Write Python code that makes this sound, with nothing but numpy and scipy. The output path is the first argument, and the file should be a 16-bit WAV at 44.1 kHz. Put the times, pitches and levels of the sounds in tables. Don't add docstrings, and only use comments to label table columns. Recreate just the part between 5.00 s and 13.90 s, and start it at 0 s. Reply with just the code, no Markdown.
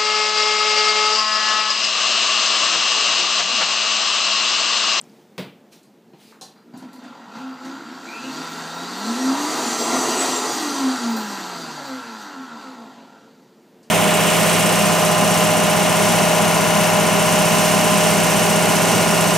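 import sys
import numpy as np
from scipy import signal
from scipy.fft import rfft, irfft, next_fast_len
from scipy.io import wavfile
from scipy.ndimage import uniform_filter1d, map_coordinates

SR = 44100
rng = np.random.default_rng(int(sys.argv[2]) if len(sys.argv) > 2 else 0)


def store_wav(level_fs):
    pcm = np.round(np.clip(np.atleast_2d(level_fs), -1, 1) * 32767)
    wavfile.write(sys.argv[1], SR, pcm.T.astype(np.int16))


N = 392490
TIME = np.arange(N) / SR

# t/s, speed/(turns/s)
SPEED = [(1.68, 12), (2.3, 52), (2.4, 65), (2.5, 65.5), (2.57, 62.8), (2.66, 66), (2.8, 72), (3.05, 89.1),
         (3.2, 119.2), (3.4, 165), (3.7, 165), (3.93, 185.2), (4.03, 214), (4.14, 249), (4.27, 265),
         (4.45, 301), (4.6, 318.4), (4.8, 339.1), (5.1, 358.7), (5.25, 356.7), (5.4, 331.2)]
COAST_S, COAST_POWER = 4.107, 2.009
POWER_OFF_S = 6.06
# multiple of shaft speed, level/dB
SHAFT_TONES = [(1, -13.5), (2, -22), (3, -25), (4, -20), (5, -26), (6, -26), (7, -27), (8, -23), (9, -24),
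               (10, -26), (11, -28), (12, -25), (13, -24), (14, -27), (15, -26), (16, -24), (17, -28),
               (18, -26), (19, -27), (20, -25), (21, -30), (22, -25), (23, -33), (24, -32)]
# f/Hz, level/dB
SHAKE_PATH = [(90, -48), (135, -29), (168, -23), (190, -23), (214, -13), (226, -6), (234, -3), (241, -11),
              (249, -30), (256, -5), (262, 0), (270, -6), (281, -20), (293, -10), (315, -27), (345, -23),
              (390, -29), (442, -16), (475, -26), (520, -14.5), (600, -30), (685, -18), (735, -25),
              (785, -18), (815, -24), (880, -18), (990, -26), (1085, -21), (1200, -27), (1330, -17),
              (1450, -18), (1650, -21), (1800, -29), (2500, -38)]
# f/Hz, width/Hz, level/dB
BASE_MODES = [(178, 13, -50), (236.4, 1.84, 1), (261.7, 7.6, 1), (296, 17, -6.5), (333.6, 7.1, -2.5),
              (419.5, 5.9, -21), (419, 8, -14), (465, 27, -18.5)]
# f/Hz, width/Hz, level over the smooth spectrum/dB
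CASING_PEAKS = [(696, 55, 2), (842.5, 14, 5.5), (830, 90, 0), (1092.7, 21, 8), (1320, 110, 3),
                (1360, 23, 3), (1573, 10, 2.5), (2000, 200, 4), (2700, 140, 3), (4064, 150, 3.5),
                (4770, 220, 3.5), (5145, 360, -9.5), (6040, 490, 6), (6750, 130, 5), (7880, 37, -4),
                (7860, 56, 3.5), (6770, 50, 2), (8800, 88, 0), (9560, 110, -17)]
# f/Hz, level/dB
CHURN_FULL = [(240, -24.5), (400, 2), (486, -3.5), (1090, -0.5), (1580, -10.5), (2000, -10.5),
              (2270, -25.5), (3000, -28), (3900, -28), (6600, -120)]
# f/Hz, level/dB
CHURN_SLOW = [(260, -13.5), (450, -13), (604, -11.5), (934, 2.5), (1190, -8), (1390, -1), (2250, -15),
              (3000, -12.5), (3900, -13.5), (6600, -120)]
# f/Hz, level/dB
FAN_FULL = [(1290, -22), (2200, -10.5), (3690, -7), (4680, -3), (5240, -4), (5980, -7.5), (7770, -6.5),
            (9160, -10), (10200, -18.5), (14500, -23), (15600, -24)]
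# f/Hz, level/dB
FAN_SLOW = [(1290, -8), (2200, -14), (2700, -39), (3500, -3), (4650, 3.5), (5170, 1.5), (5990, -8),
            (7580, -5), (9220, -20.5), (14200, -20.5), (15400, -45)]
# level at 340 turns/s/dB, growth per tenfold speed/dB,
# speed below which it stops falling/(turns/s), extra under power/dB, random swell/dB,
# unpowered speed where the next column sets in/(turns/s), loss per tenfold below that (negative: gain)/dB,
# fully in at t/s
CHURN_LAW = (-28, 26, 8, 1, 0.52, 34, 34, 1.4)
FAN_LAW = (-28.5, 36.5, 10, 0.26, 0.26, 73, -7, 1.73)
SHUDDER_LAW = (-30.5, 31.5, 114, 1, 0.3, 137, 25, 2.5)
START_S = .03
# t/s, churn/dB, hiss/dB, shudder/dB
SURGES = [(1.77, 8, 20, 5), (1.86, 1.5, -2, 5), (1.96, 1, 7, 3), (2.05, 8, 4.5, -7), (2.36, 5, 6.5, 3),
          (2.47, 1, -1.5, -14), (2.66, 7, 9.5, 7.5), (2.9, 1.5, 1, 1), (3.06, 0.5, 3.5, 4.5),
          (3.25, -1, 3, 11), (4.31, 1, -1, 3), (4.95, 3.5, 1.5, 3), (5.22, 3, 2.5, -0.5),
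          (6.15, 0.5, -2, -2), (6.61, -1.5, 2.5, 2), (6.87, -1, 1.5, -8), (7.2, -0.5, 3.5, -8),
          (7.62, 3.5, 4.5, 4)]
SURGE_RISE_S, SURGE_FALL_S = .035, .09
MAINS_HZ = 60
PULSE_S, PULSE_RISE_S, PULSE_END_S, PULSE_DB = 1.628, 0.076, 2.5, -38
# f/Hz, level against the fan hiss/dB
SLOT_RADIATION = [(2000, -26), (2300, -10), (2420, 5), (2520, 0), (2640, 9), (2760, -1), (2880, 2),
                  (3050, -18), (3800, -5), (4600, -20), (6000, -12), (7600, -8)]
# f/Hz, level against the fan hiss/dB
TICK_RADIATION = [(6000, -46), (9000, -25), (11500, -20), (14000, -19)]
# t/s, peak level of one knock/dB
LURCHES = [(1.74, -35), (1.772, -32.5), (1.822, -31), (1.853, -34), (1.885, -36), (1.943, -33.5),
           (1.982, -36), (2.026, -33), (2.058, -36), (2.104, -36)]
# thud/dB, clack/dB, brightness/dB, ring/dB
KNOCKS = [(0.38, -23.5, 2800, -11, -11.5, -7, -30), (0.3845, -31, 1790, -4, -10, -20, -30),
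          (0.831, -46, 5910, -26, -21, -15, -15), (1.134, -49.5, 2060, 0, -4, -23, -13),
          (1.323, -42.5, 870, -30, -27, -30, -22), (1.412, -27.5, 4030, -32, -24, -19, -10),
          (1.418, -30, 4130, -30, -26, -14, -27), (1.425, -42, 4000, -30, -24, -22, -14),
          (1.5622, -48.5, 900, -25, -15, -20, -10), (1.7378, -42, 1100, -2.5, -2, -12, -13),
          (1.775, -38, 5570, -18, -30, -19, -22), (1.825, -43.5, 3480, 0, -1, -22, -17),
          (1.932, -36.5, 8460, -16, -30, -7, -17), (2.038, -42, 4020, -8, -4, -24, -14),
          (2.354, -46, 2650, 5, -1, -24, -17), (2.649, -37, 4010, -12, -19, -22, -17),
          (6.165, -23, 4530, -35, -18, 2, -8), (6.7763, -38, 4640, -23, 2, -23, -17),
          (8.8308, -44.5, 4670, -22, -28, -16, -13)]
# f/Hz, level before a random change/dB, time to fall 60 dB/s
PLASTIC = [(780, -4, .06), (1090, -6, .05), (1750, -10, .04), (4150, 0, .05), (4740, -2, .06),
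           (5750, -12, .03), (6700, -6, .04)]
# t/s, level before the soft onset/dB, f/Hz
SNAPS = [(0.0137, -18.5, 8100), (0.04, -38, 7000), (.097, -40, 4870), (.119, -45, 6500)]
SNAP_T60_S = 0.0039
# t/s, rise/s, hold/s, level/dB
BRUSH = [(0.006, 0.016, 0.2, -64), (0.707, 0.02, .005, -49), (1.13, 0.083, 0.1, -53.5)]
BRUSH_RISE_DB, BRUSH_FADE_DB_PER_S = 23, 160
# f/Hz, level/dB
SKIN = [(710, -36), (1200, -6), (1390, -7), (1460, -13), (2410, -5.5), (4120, -5), (10400, -14.5),
        (11900, -19), (15600, -13)]
# f/Hz, level/dB
AIR = [(15, -65), (25, -23), (188, -10.5), (210, -4), (323, -13.5), (360, -8), (411, -17.5), (446, -7.5),
       (484, -17), (524, -16), (974, -22), (1060, -26.5), (7500, -39.5), (10300, -45.5), (12500, -42.5),
       (15600, -44)]
AIR_DB = -52.5
OPENING_DB, OPENING_S = 4.5, 0.19
# f/Hz, time to fall 60 dB/s
KITCHEN_RING = [(150, 0.31), (400, 0.36), (1040, 0.37), (2760, 0.4), (7280, 0.25), (14000, 0.36)]
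TOP_HZ = 15400


def motor():
    speed = shaft()
    turn = 2 * np.pi * np.cumsum(speed * (1 + .002 * wobble(30))) / SR
    driven = 1 / (1 + np.exp(np.clip((TIME - POWER_OFF_S) / .2, -50, 50)))
    churn_db = loudness(CHURN_LAW, speed, driven, column=0)
    fan_db = loudness(FAN_LAW, speed, driven, column=1)
    shudder_db = loudness(SHUDDER_LAW, speed, driven, column=2)
    airborne = roar(speed, turn, churn_db, fan_db) + whine(speed, turn, driven, fan_db)
    echo = amp(-4) * room(airborne)[:N]
    return shaft_tones(speed, turn, driven) + shudder(turn, shudder_db) + airborne + echo


def shaft():
    seconds, turns = np.transpose(SPEED)
    off_s, top = SPEED[-1]
    coast = top * np.clip(1 - (TIME - off_s) / COAST_S, 0, 1) ** COAST_POWER
    return np.where(TIME > off_s, coast, np.interp(TIME, seconds, turns, 0, 0))


def shaft_tones(speed, turn, driven):
    load = driven * np.clip((speed - 66) / 25, 0, 1)
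    total = np.zeros(N)
    for k, db in SHAFT_TONES:
        growth = 1.3 if k == 1 else .9 if k < 12 else .6
        force = (speed / 260) ** growth * np.clip(speed / 54, 0, 1) ** 2
        level_db = db + (k > 1) * (2.5 * wobble(13) - 3 * load)
        jitter = .04 * k * (1 + load) * wobble(35)
        total += force * amp(level_db) * np.sin(k * turn + k * k + jitter)

    def ringing(f):
        return amp(along(SHAKE_PATH, f)) * casing(f) * np.exp(-2j * np.pi * np.minimum(f, 400) * .025)

    return filtered(total, ringing)


def shudder(turn, level_db):
    blunt = lambda f: np.abs(base(f)) ** 0.96 / (1 + (f / 520) ** 6)
    return amp(level_db) * unit(filtered(throb(turn, 0.41) * rush(1.1), blunt))


def roar(speed, turn, churn_db, fan_db):
    fast = np.clip(speed / 340, 0, 1) ** 2.2

    def voice(spectrum, depth):
        colour = lambda f: amp(along(spectrum, f)) * casing(f)
        return unit(filtered(throb(turn, depth) * rush(1.51), colour))

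    def blend(slow, full, depth):
        return np.sqrt(1 - fast) * voice(slow, depth) + np.sqrt(fast) * voice(full, depth)

    churn = amp(churn_db) * blend(CHURN_SLOW, CHURN_FULL, 0.25)
    return churn + amp(fan_db) * blend(FAN_SLOW, FAN_FULL, 0.13)


def whine(speed, turn, driven, fan_db):
    def bar(k):
        jitter = 1.2 * k ** .5 * wobble(150 * np.sqrt(k))
        wave = np.sin(22 * k * turn + jitter)
        return amp(fan_db + 4.5 * wobble(25)) * wave * (22 * k * speed < SR / 2)

    labouring = np.clip((160 - speed) / 30, 0, 1)
    split = 1 + 1.3 * labouring * np.cos(2 * turn + .5 * wobble(60))
    slots = bar(1) * split * (.1 + .9 * driven)
    ticks = sum(amp(-(.6 + .4 * driven) * k + 1) * bar(k) for k in range(2, 14))
    slots = filtered(slots, lambda f: amp(along(SLOT_RADIATION, f)))
    return slots + filtered(ticks, lambda f: amp(along(TICK_RADIATION, f)))


def throb(turn, depth):
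    return 1 + np.clip(depth, 0, 1) * np.cos(turn)


def loudness(law, speed, driven, column):
    full_db, grow_db, idle, power_db, swell_db, settle, settle_db, start_s = law
    db = full_db + grow_db * np.log10(np.maximum(speed, idle) / 340)
    db += power_db * driven + swell_db * wobble(12)
    slow = np.maximum(speed, SPEED[0][1])
    db -= settle_db * (1 - driven) * np.log10(np.maximum(settle / slow, 1))
    for s, *added in SURGES:
        away = np.where(TIME < s, (TIME - s) / SURGE_RISE_S, (s - TIME) / SURGE_FALL_S)
        db += added[column] * np.exp(away)
    return db - 20 * np.clip((start_s - TIME) / START_S, 0, 3) ** 2


def starting_jolts():
    t = np.arange(PULSE_S, PULSE_END_S, 1 / MAINS_HZ)
    places = np.round(t * SR).astype(int)
    size = np.clip((t - PULSE_S) / PULSE_RISE_S, 0, 1) * (PULSE_END_S - t) / (PULSE_END_S - PULSE_S)
    pulses, lurches = np.zeros(N), np.zeros(N)
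    pulses[places] = size * amp(2.5 * wobble(60)[places])
    for s, db in LURCHES:
        lurches[round(s * SR)] = amp(db)
    boom = lambda width_hz: lambda f: (1j * f * width_hz / (250 ** 2 - f * f + 1j * f * width_hz)) ** 2
    thump = filtered(pulses, boom(110))
    one_lurch = filtered(1. * (np.arange(SR // 4) == 0), boom(47))
    return amp(PULSE_DB) * peak(thump) + signal.fftconvolve(lurches, peak(one_lurch))[:N]


def knocks():
    out, t = np.zeros(N + 2 * SR), np.arange(SR // 4) / SR

    def band(lo_hz, hi_hz):
        return lambda f: (1j * f / lo_hz / (1 + 1j * f / lo_hz)) ** 2 / (1 + 1j * f / hi_hz) ** 2

    def burst(t60, colour):
        return peak(filtered(amp(-60 * t / t60) * rng.standard_normal(len(t)), colour))

    for s, db, crack_hz, thud_db, clack_db, bright_db, ring_db in KNOCKS:
        ring = sum(amp(level + rng.normal(0, 3) - 60 * t / t60) * np.sin(2 * np.pi * hz * t)
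                   for hz, level, t60 in PLASTIC)
        crack = filtered(1. * (t == 0), lambda f: band(crack_hz, crack_hz * 1.5)(f) ** 3)
        hit = amp(ring_db) * peak(ring) + amp(-3.5) * peak(crack)
        hit += amp(bright_db) * burst(0.00033, lambda f: band(12000, 24000)(f) ** 0.87)
        hit += amp(clack_db) * burst(0.02, lambda f: band(560, 900)(f) ** 2)
        hit += amp(thud_db) * burst(0.028, lambda f: band(140, 250)(f) ** 2.6)
        wet = amp(9.5) * room(hit)
        wet[:len(t)] += hit
        out[round(s * SR):][:len(wet)] += amp(db + 4) * wet
    return out[:N]


def snaps():
    out, t = np.zeros(N + SR), np.arange(SR // 50) / SR
    onset = 1 - np.exp(-t / 0.00015)
    for s, db, hz in SNAPS:
        out[round(s * SR):][:len(t)] += amp(db - 60 * t / SNAP_T60_S) * onset * np.sin(2 * np.pi * hz * t)
    return out[:N]


def hands():
    strokes = np.zeros(N)
    for s, rise, hold, db in BRUSH:
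        below_db = BRUSH_RISE_DB * np.clip(1 - (TIME - s) / rise, 0, 9)
        faded_db = BRUSH_FADE_DB_PER_S * np.maximum(TIME - s - rise - hold, 0)
        strokes += amp(db - below_db - faded_db)
    return strokes * unit(filtered(rush(1.8), lambda f: amp(along(SKIN, f))))


def kitchen():
    drift_db = .8 * wobble(2)
    opening_db = OPENING_DB * np.exp(-TIME / OPENING_S)
    murmur = unit(filtered(rush(0.87), lambda f: amp(along(AIR, f))))
    return amp(AIR_DB + drift_db + opening_db) * murmur


def room(x):
    hz, t, z = signal.stft(rng.standard_normal(SR // 2), SR, nperseg=256)
    fade = amp(-60 * t / along(KITCHEN_RING, hz)[:, None])
    tail = signal.istft(z * fade, SR, nperseg=256)[1]
    return signal.fftconvolve(x, tail / np.linalg.norm(tail))


def base(f):
    return sum(amp(db) * 1j * f * w / (c * c - f * f + 1j * f * w) for c, w, db in BASE_MODES)


def casing(f):
    return amp(sum(db / (1 + (2 * (f - c) / w) ** 2) for c, w, db in CASING_PEAKS))


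def rush(patchy_db):
    z = signal.stft(rng.standard_normal(N), nperseg=512)[2]
    field = uniform_filter1d(uniform_filter1d(rng.standard_normal(z.shape), 5, 0), 9, 1)
    return signal.istft(z * amp(patchy_db * unit(field)), nperseg=512)[1][:N]


def wobble(rate):
    return map_coordinates(rng.standard_normal(int(N * rate / SR) + 4), [np.arange(N) * rate / SR])


def filtered(x, response):
    m = next_fast_len(len(x) + SR // 2)
    return irfft(rfft(x, m) * response(np.fft.rfftfreq(m, 1 / SR)), m)[:len(x)]


def along(points, hz):
    f, v = np.transpose(points)
    return np.interp(np.log(hz + 1), np.log(f + 1), v)


def amp(db):
    return 10 ** (np.asarray(db) / 20)


def unit(x):
    return x / np.sqrt(np.mean(x ** 2) + 1e-20)


def peak(x):
    return x / np.abs(x).max()


def scene():
    return np.tile(motor() + starting_jolts() + knocks() + snaps() + hands() + kitchen(), (2, 1))


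def record(dry):
    bass_cut = lambda f: np.maximum(1 / np.sqrt(1 + (135 / (f + 1)) ** 14), amp(-22.5))
    return np.array([filtered(x, lambda f: bass_cut(f) * (f < TOP_HZ)) for x in dry])


dry = scene()
out = record(dry)
store_wav(out)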